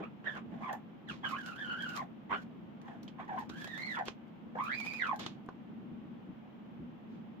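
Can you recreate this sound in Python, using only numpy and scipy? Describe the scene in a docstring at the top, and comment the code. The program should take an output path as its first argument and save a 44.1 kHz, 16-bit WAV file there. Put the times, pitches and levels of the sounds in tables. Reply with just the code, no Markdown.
"""Squeegee on a printing screen

A workshop, with a phone's stereo microphone by the inked screen: short scuffs, four brief rubs, three
long pulls. The blade edge plucks the mesh threads, so each stroke zips at a pitch that follows its
speed, while wet ink crackles and snaps. The blade peels off and knocks on the wooden frame, its metal
holder ticks and the screen thuds softly. Ventilation drones in the background."""
import sys
import numpy as np
from scipy import signal
from scipy.fft import rfft, irfft
from scipy.io import wavfile
from scipy.ndimage import uniform_filter1d, map_coordinates

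SR = 44100
rng = np.random.default_rng(int(sys.argv[2]) if len(sys.argv) > 2 else 0)


def dump_mix(stems):
    """Bounce the given channels to the path in sys.argv[1] as a 16-bit WAV at rate SR."""
    frames = np.atleast_2d(stems).T  # one column per channel
    limited = np.clip(frames, -1, 1)  # hard clip at full scale
    pcm = np.round(limited * 32767).astype(np.int16)
    wavfile.write(sys.argv[1], SR, pcm)


N = 326340
TIME = np.arange(N) / SR
USUAL_HZ = 1670  # threads crossed per second at the usual blade speed

# spectrum of wet ink crackling: f/Hz, level/dB
INK_SPECTRUM = [(100, -36.5), (800, 4), (2500, -0.5), (4000, 0.5), (7000, -10), (9000, -23.5),
                (10300, -16.5), (11500, -35.5), (13200, -16), (15000, -22)]
# spectrum of peeling ink and of contact cracks: f/Hz, level/dB
CRACK_SPECTRUM = [(30, -32.5), (100, -8), (1000, -1), (2300, -2.5), (3300, 3), (4200, -1.5), (6500, -13.5),
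                  (9000, -32), (15000, -41.5)]


def undb(db):
    """Decibels to gain."""
    return 10 ** (np.asarray(db) / 20)


def unit(x):
    """Scale to rms 1."""
    return x / np.sqrt(np.mean(x ** 2))


def colour(x, points, size=8192):
    """Filter by an outline (f/Hz, level/dB), with minimum phase so that attacks stay sharp."""
    hz, db = np.transpose(points)
    bin_hz = np.arange(size // 2 + 1) * SR / size
    gain = undb(np.interp(np.log(bin_hz + 1), np.log(hz), db))
    cepstrum = irfft(np.log(gain))
    cepstrum[1:size // 2] *= 2
    cepstrum[size // 2 + 1:] = 0
    response = irfft(np.exp(rfft(cepstrum)))
    return signal.oaconvolve(x, np.array(response, ndmin=x.ndim), axes=-1)[..., :x.shape[-1]]


def walk(rate, size, order=16):
    """Smooth random wander of spread about 1, with rate new values a second."""
    samples = np.arange(0, size + order, order)
    coarse = map_coordinates(rng.standard_normal(len(samples)), [samples * rate / SR], order=3, mode="wrap")
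    return np.interp(np.arange(size), samples, coarse)


def add(track, s, sound):
    """Mix a sound into a stereo track at time s."""
    start = int(s * SR)
    sound, start = sound[..., max(-start, 0):], max(start, 0)
    track[:, start:start + sound.shape[-1]] += sound[..., :N - start]


def swell(rise_s, fall_s, fade_db=18, roundness=1.32):
    """Time from the peak, and gain, of a gesture that is fade_db down at -rise_s and at fall_s."""
    t = np.arange(-2 * rise_s, 2 * fall_s, 1 / SR)
    return t, undb(-fade_db * np.maximum(-t / rise_s, t / fall_s) ** roundness)


def port_lag(hz, lag_s=0.000367):
    """Cycles by which the left microphone port lags: almost none in the bass, levelling off in the treble."""
    return np.array([[lag_s], [0]]) * np.minimum(hz, 4600) * np.minimum(hz / 2500, 1) ** 1.48


def burst(envelope, points, scatter=1.67):
    """Shaped noise at the microphone: a direct part, and a part scattered differently to each port."""
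    size = len(envelope)
    hz = np.arange(size // 2 + 1) * SR / size
    source = envelope * rng.standard_normal(size)
    direct = irfft(rfft(source) * np.exp(-2j * np.pi * port_lag(hz)), size)
    scattered = scatter * envelope * rng.standard_normal((2, size))
    return colour(direct + scattered, points)


def crackle(points, spread_db, size):
    """Dense tiny ruptures, a few much larger than the rest."""
    strength = undb(spread_db * np.minimum(rng.exponential(size=size), 7))
    return unit(burst(strength, points))


def ventilation(drone_db=-49, air_db=-60):
    """Room tone: a low ventilation drone, partly alike at both ports, under diffuse air noise."""
    # spectra of the drone and of the air: f/Hz, level/dB
    drone_spectrum = [(20, -32), (60, -15), (105, -7.5), (138, 1.5), (182, 5), (230, 8.5), (275, -4),
                      (330, -4.5), (400, -10), (550, -16.5), (900, -39), (3000, -79.5)]
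    air_spectrum = [(40, -22.5), (300, 4.5), (800, 5.5), (1700, -5.5), (3200, -9.5), (4500, -25.5),
                    (7000, -34.5), (11500, -50), (12800, -32), (15000, -31.5)]
    common = rng.standard_normal(N)
    diffuse = colour(rng.standard_normal((2, N)), [(50, -6.0), (150, -6.0), (300, 7.0), (600, -17.5)])
    drone = unit(colour(common + diffuse, drone_spectrum))
    air = unit(colour(rng.standard_normal((2, N)), air_spectrum))
    return drone * undb(drone_db + 1.76 * walk(6, N)) + air * undb(air_db)


def frame_knocks(track):
    """The squeegee knocks on the wooden frame: a contact crack and a short ring."""
    # knocks: t/s, level/dB, crack gain/dB
    knocks = [(.002, -52.5, -12), (3.497, -48, 2), (4.082, -42, 5.5), (5.263, -49.5, 14.5),
              (5.488, -41, -16)]
    # modes of frame and squeegee: f/Hz, level/dB, t60/s
    modes = [(392, 10, 0.0069), (800, -6, 0.038), (1053, 13, 0.0094), (1450, 0.5, 0.018)]
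    t = TIME[:SR // 5]
    ring = sum(undb(db) * np.sin(2 * np.pi * hz * t) * undb(-60 * t / t60) for hz, db, t60 in modes)
    contact = 1 - np.exp(-t / 0.00098)  # wood and rubber meet softly
    for s, db, crack_db in knocks:
        crack = burst(np.exp(-t / 0.0033), CRACK_SPECTRUM)
        add(track, s, undb(db) * contact * (1.73 * ring + 3.0 * undb(crack_db) * crack))


def mesh_zip(t, hz, skew_hz, second_db, rasp_db, trail_s, flicker_hz, third_db=-24.0, patches=7):
    """Patches along the blade cross the threads at slightly different speeds and sum to a rough whistle."""
    # spectrum of the rubber's rasp: f/Hz, level/dB
    rasp_spectrum = [(150, -14.5), (450, -3), (780, 2), (1500, 1), (2400, -5.5), (3400, -7), (4300, -29.5),
                     (7000, -41.5), (15000, -61.5)]
    # resonances of the stretched screen: f/Hz, level/dB
    screen_response = [(640, -0.5), (785, 0.5), (920, -3.5), (1070, 3.5), (1280, -4), (1750, 3), (2700, -4),
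                       (3200, 0.5), (4000, -1.5)]
    n, whistle = len(t), 0
    octaves_per_s = np.abs(uniform_filter1d(np.gradient(np.log2(hz)) * SR, SR // 20))
    skid = np.minimum(octaves_per_s / 11.5, 1)  # the blade skids as it speeds up or brakes
    skid_db = 2 * skid  # it then rasps more and plucks less cleanly
    for place in np.linspace(-1, 1, patches):
        # one end of the blade trails the other, so the whistle turns raspy whenever the speed changes
        rate = np.interp(t + trail_s * place, t, hz) + skew_hz * place + 45 * walk(500, n)
        cycles = np.cumsum(rate) / SR
        # each patch has its own path to the two ports, which matters less for low tones
        path = 0.3 * np.minimum(rate / USUAL_HZ, 1) * np.array([walk(24.91, n) for _ in range(2)])
        for k, db in enumerate((0, second_db - skid_db, third_db), 1):
            gain = undb(db) / np.sqrt(1 + (k * rate / 4000) ** 8)  # soft rubber dulls the high partials
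            phase = k * cycles - port_lag(k * rate) + path + rng.random()
            whistle = whistle + gain * walk(flicker_hz, n) * np.sin(2 * np.pi * phase)
    chatter = 1 + 0.32 * skid * walk(446.2, n)  # smears each partial into a rough band
    rasp = undb(rasp_db + skid_db) * (USUAL_HZ / hz) ** 0.15 * crackle(rasp_spectrum, 1.6, n)
    rub = unit(whistle * chatter) + rasp
    power = uniform_filter1d(np.mean(rub ** 2, axis=0), SR // 60)
    steady = rub / np.sqrt(power)  # the hand keeps the pressure steady
    grip = undb(1.6 * walk(134.6, n))
    return colour(steady, screen_response) * grip


def wet_ink(size, breaks_per_s=55, break_s=0.00057):
    """Wet ink crackles under the blade; now and then a larger string of ink breaks."""
    hiss = crackle(INK_SPECTRUM, 2.6, size) * undb(2.9 * walk(120, size))
    breaks = (rng.random(size) < breaks_per_s / SR) * rng.uniform(0.15, 1, size)
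    ticks = signal.lfilter([1], [1, -np.exp(-1 / (break_s * SR))], breaks)
    return hiss * (1 + 3.0 * ticks)


def blade_scuffs(track, bend_s=0.04):
    """Short raspy strokes with the blade askew; the pitch bends as the hand speeds up or slows down."""
    # scuffs: peak t/s, rise/s, fall/s, f/Hz, bend each side of f/octaves, spread along the blade/Hz,
    # second partial/dB, zip level/dB, rasp/dB, ink hiss/dB
    scuffs = [ (0.008, 0.016, 0.038, 379, 0.13, 119.3, 0.5, -42.5, -12.5, -89),
              (0.04, 0.019, 0.034, 1228, 0.18, 40, -3.5, -41.5, -8.5, -71),
              (0.37, 0.038, 0.036, 1378, -0.4, 132, -8, -41.5, -5.5, -61.5),
              (0.54, 0.055, 0.15, 749, 0.05, 119.7, -24, -54.5, -4, -76),
              (1.094, 0.015, 0.048, 1612, -0.7, 37.3, 0, -40, -31, -55),
              (1.255, 0.017, 0.04, 1570, -0.15, 35, 0.5, -32.5, -21.5, -60),
              (2.885, 0.055, 0.13, 903, -0.22, 109.8, -6.5, -50, -8.5, -72),
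              (3.2, 0.019, 0.063, 938, 0.09, 200.5, -12, -43.5, -6, -69), ]
    for s, rise_s, fall_s, hz, bend, skew_hz, second_db, zip_db, rasp_db, ink_db in scuffs:
        t, gain = swell(rise_s, fall_s)
        pitch = hz * 2 ** (bend * np.tanh(t / bend_s))
        mesh = mesh_zip(t, pitch, skew_hz, second_db, rasp_db, trail_s=0.0072, flicker_hz=161.0)
        add(track, s + t[0], gain * (undb(zip_db) * mesh + undb(ink_db) * wet_ink(len(t))))


def blade_pulls(track, ink_db_per_octave=7.5):
    """Rubs and long pulls with the blade square on: the mesh zips, and a faster blade tears more ink."""
    # one list of points per stroke: t/s, thread-crossing f/Hz, zip level/dB
    pulls = [
        [(0.241, 1406, -54), (0.262, 1843, -42.5), (0.277, 1889, -33.5), (0.298, 1530, -41.5),
         (0.318, 1750, -47), (0.35, 1535, -56)],
        [(0.605, 782, -50.5), (0.626, 891, -44.5), (0.643, 1153, -42.5), (0.668, 1076, -45), (0.69, 965, -37),
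         (0.72, 694, -41.5), (0.752, 894, -41), (0.772, 720, -67)],
        [(1.232, 798, -42.5), (1.272, 1407, -44), (1.322, 1289, -41), (1.336, 1009, -37.5), (1.394, 1689, -43),
         (1.43, 1465, -49.5), (1.49, 1389, -41.5), (1.547, 1300, -49.5), (1.61, 1721, -42.5),
         (1.655, 1470, -40.5), (1.722, 1441, -35.5), (1.78, 1493, -42.5), (1.826, 1606, -39.5),
         (1.892, 1381, -40.5), (1.935, 1475, -43), (1.968, 1202, -39.5), (2.014, 972, -42.5),
         (2.044, 673, -48.5)],
        [(2.293, 941, -47), (2.319, 1046, -34.5), (2.332, 1124, -31.5), (2.342, 1450, -29), (2.364, 1495, -38),
         (2.383, 1478, -46), (2.436, 1567, -67)],
        [(3.277, 960.6, -52), (3.294, 942, -40), (3.33, 790, -41.5), (3.366, 783, -42.5), (3.383, 990, -39),
         (3.439, 842, -50.5)],
        [(3.5, 1282, -53), (3.595, 1728, -51), (3.656, 1670, -48.5), (3.695, 1893, -48.5), (3.76, 1777, -46),
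         (3.82, 2129, -40), (3.882, 2158, -40), (3.953, 1700, -41.5), (3.974, 1102, -40), (4.002, 832, -32.5),
         (4.04, 722.5, -50)],
        [(4.55, 625, -45.5), (4.597, 1021, -36), (4.606, 1035, -28), (4.622, 1150, -39), (4.69, 1333, -36.5),
         (4.725, 1834, -36), (4.75, 2290, -33.5), (4.778, 2485, -39), (4.828, 2290, -42.5), (4.88, 2508, -38),
         (4.916, 2304, -40.5), (4.948, 2555, -37.5), (4.984, 2350, -43.5), (5.026, 1796, -30),
         (5.06, 1336, -35), (5.115, 1057, -36), (5.134, 810, -34), (5.15, 812, -46.5), (5.184, 795, -57)],
    ]
    # how the blade bears on each: spread along it/Hz, second partial/dB, rasp/dB, hiss at usual speed/dB
    pressures = [(60, -10, -9.5, -71.5), (75.06, -8, -15, -63.5), (21.99, -8, -19.5, -63.5),
                 (39.6, -10, -9.5, -63.5), (60, -11.5, -16.5, -67), (21.99, -6, -21, -64),
                 (27.92, -10.5, -24, -62)]
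    for points, (skew_hz, second_db, rasp_db, ink_db) in zip(pulls, pressures):
        s, hz, db = np.transpose(points)
        t = np.arange(s[0], s[-1], 1 / SR)
        judder = 1 + 0.0116 * walk(28.21, len(t))  # the rubber catches and slips
        pitch = np.interp(t, s, hz) * judder
        mesh = mesh_zip(t, pitch, skew_hz, second_db, rasp_db, trail_s=0.014, flicker_hz=124.8)
        hiss = wet_ink(len(t)) * undb(ink_db + ink_db_per_octave * np.log2(pitch / USUAL_HZ))
        contact = np.clip(np.minimum(t - s[0], s[-1] - t) / 0.0024, 0, 1)
        add(track, s[0], contact * (mesh * undb(np.interp(t, s, db)) + hiss))


def bubble_snaps(track, pivot_hz=5960):
    """Ink bubbles snap, each over in a few milliseconds; smaller ones are brighter."""
    # snaps: t/s, level/dB, tilt about the pivot/(dB per octave)
    snaps = [(0.728, -32, 7.5), (1.4606, -31, 1.5), (1.8218, -31.5, 0.5), (1.8901, -35, 3),
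             (1.9734, -27.5, -2.5), (2.815, -46.5, -1), (3.031, -39.5, 2), (3.392, -44, 11),
             (3.493, -36, 0), (3.643, -29.5, 0.5), (3.6737, -33.5, -2), (3.777, -32.5, -1),
             (3.9885, -36.5, -4.5), (4.054, -34.5, 2.5), (4.638, -38, 9), (4.8, -28.5, 0),
             (4.862, -30.5, 0), (4.935, -33, -1.5), (5.0685, -35, 0), (5.1591, -37.5, 5),
             (5.1937, -30.5, 1.5)]
    t = TIME[:SR // 30]
    envelope = np.minimum(t / 0.0023, 1) * (np.exp(-t / 0.0011) + 0.16 * np.exp(-t / 0.0082))
    for s, db, tilt in snaps:
        spectrum = [(hz, level + tilt * np.log2(hz / pivot_hz)) for hz, level in INK_SPECTRUM]
        add(track, s, undb(db) * burst(envelope, spectrum))


def ink_peels(track):
    """Strings of sticky ink tear as the blade or the mesh lifts."""
    # peels: peak t/s, rise/s, fall/s, level/dB
    peels = [(1.102, 0.0092, 0.093, -51), (4.08, 0.028, 0.018, -44.5), (5.196, .007, 0.11, -43),
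             (7.13, 0.069, 0.13, -72.5)]
    for s, rise_s, fall_s, db in peels:
        t, gain = swell(rise_s, fall_s)
        tearing = crackle(CRACK_SPECTRUM, 0.65, len(t))
        add(track, s + t[0], tearing * gain * undb(db + 1.2 * walk(148, len(t))))


def screen_thuds(track):
    """The whole screen thuds softly as weight lands on it or leaves it, alike at both ports."""
    # thuds: peak t/s, level/dB
    thuds = [(1.111, -54), (2.305, -58), (5.917, -55), (6.29, -53), (6.801, -50.5)]
    # their dull spectrum: f/Hz, level/dB
    spectrum = [(25, -13), (60, -5), (110, -2.5), (200, 9.5), (330, 1.5), (600, -22), (2500, -84)]
    t, gain = swell(rise_s=0.021, fall_s=0.069)
    for s, db in thuds:
        push = unit(colour(rng.standard_normal(len(t)), spectrum))
        add(track, s + t[0], undb(db) * gain * push)


def ink_beads(track):
    """The blade squelches through thick beads of ink, each a brief surge of crackle."""
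    # beads: peak t/s, level/dB
    beads = [(1.305, -50), (1.485, -55.5), (1.832, -65), (1.895, -54), (1.962, -51.5), (3.404, -58.5),
             (3.61, -53.5), (3.81, -64), (3.925, -56), (4.657, -58), (4.87, -54.5)]
    t, gain = swell(rise_s=0.047, fall_s=0.053)
    for s, db in beads:
        add(track, s + t[0], undb(db) * gain * wet_ink(len(t)))


def holder_ticks(track, t60_s=0.022, crack_db=-8):
    """The metal holder ticks with one short ring as the grip changes."""
    # ticks: t/s, f/Hz, level/dB
    ticks = [(3.03, 5770, -54), (3.079, 3160, -39)]
    t = TIME[:SR // 10]
    attack = 1 - np.exp(-t / 0.00053)
    for s, hz, db in ticks:
        ring = np.sin(2 * np.pi * hz * t) * undb(-60 * t / t60_s)
        crack = undb(crack_db) * burst(np.exp(-t / 0.0088), CRACK_SPECTRUM)
        add(track, s, undb(db) * attack * (ring + crack))


def room(x, t60_s=0.14, tail_db=-8.5):
    """A short tail from the cluttered room; the microphone's left port is shaded from the screen."""
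    t = TIME[:SR // 2]
    tail = rng.standard_normal((2, len(t))) * undb(-60 * t / t60_s) * (t > .005)
    reverb = signal.fftconvolve(x, unit(tail) / np.sqrt(len(t)), axes=1)[:, :N]
    left, right = x + undb(tail_db) * reverb
    left = colour(left, [(400, 6.5), (1100, -1.1), (2100, -4.0), (5000, -6.0), (7000, 1), (9000, 1.5)])
    right = colour(right, [(400, 5.0), (1100, 1.0), (2600, 1.0), (4500, -1.3), (9000, 1.5)])
    return np.array([left, right])


def scene():
    """The work on the screen in the foreground, the workshop's room tone behind."""
    screen = np.zeros((2, N))
    blade_pulls(screen)
    blade_scuffs(screen)
    ink_beads(screen)
    ink_peels(screen)
    screen_thuds(screen)
    bubble_snaps(screen)
    holder_ticks(screen)
    frame_knocks(screen)
    return room(screen) + ventilation()


def record(dry):
    """The phone cuts the top steeply."""
    top_hz = 15250
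    return signal.sosfilt(signal.ellip(8, .2, 70, top_hz, fs=SR, output="sos"), dry)


dry = scene()
out = record(dry)
dump_mix(out)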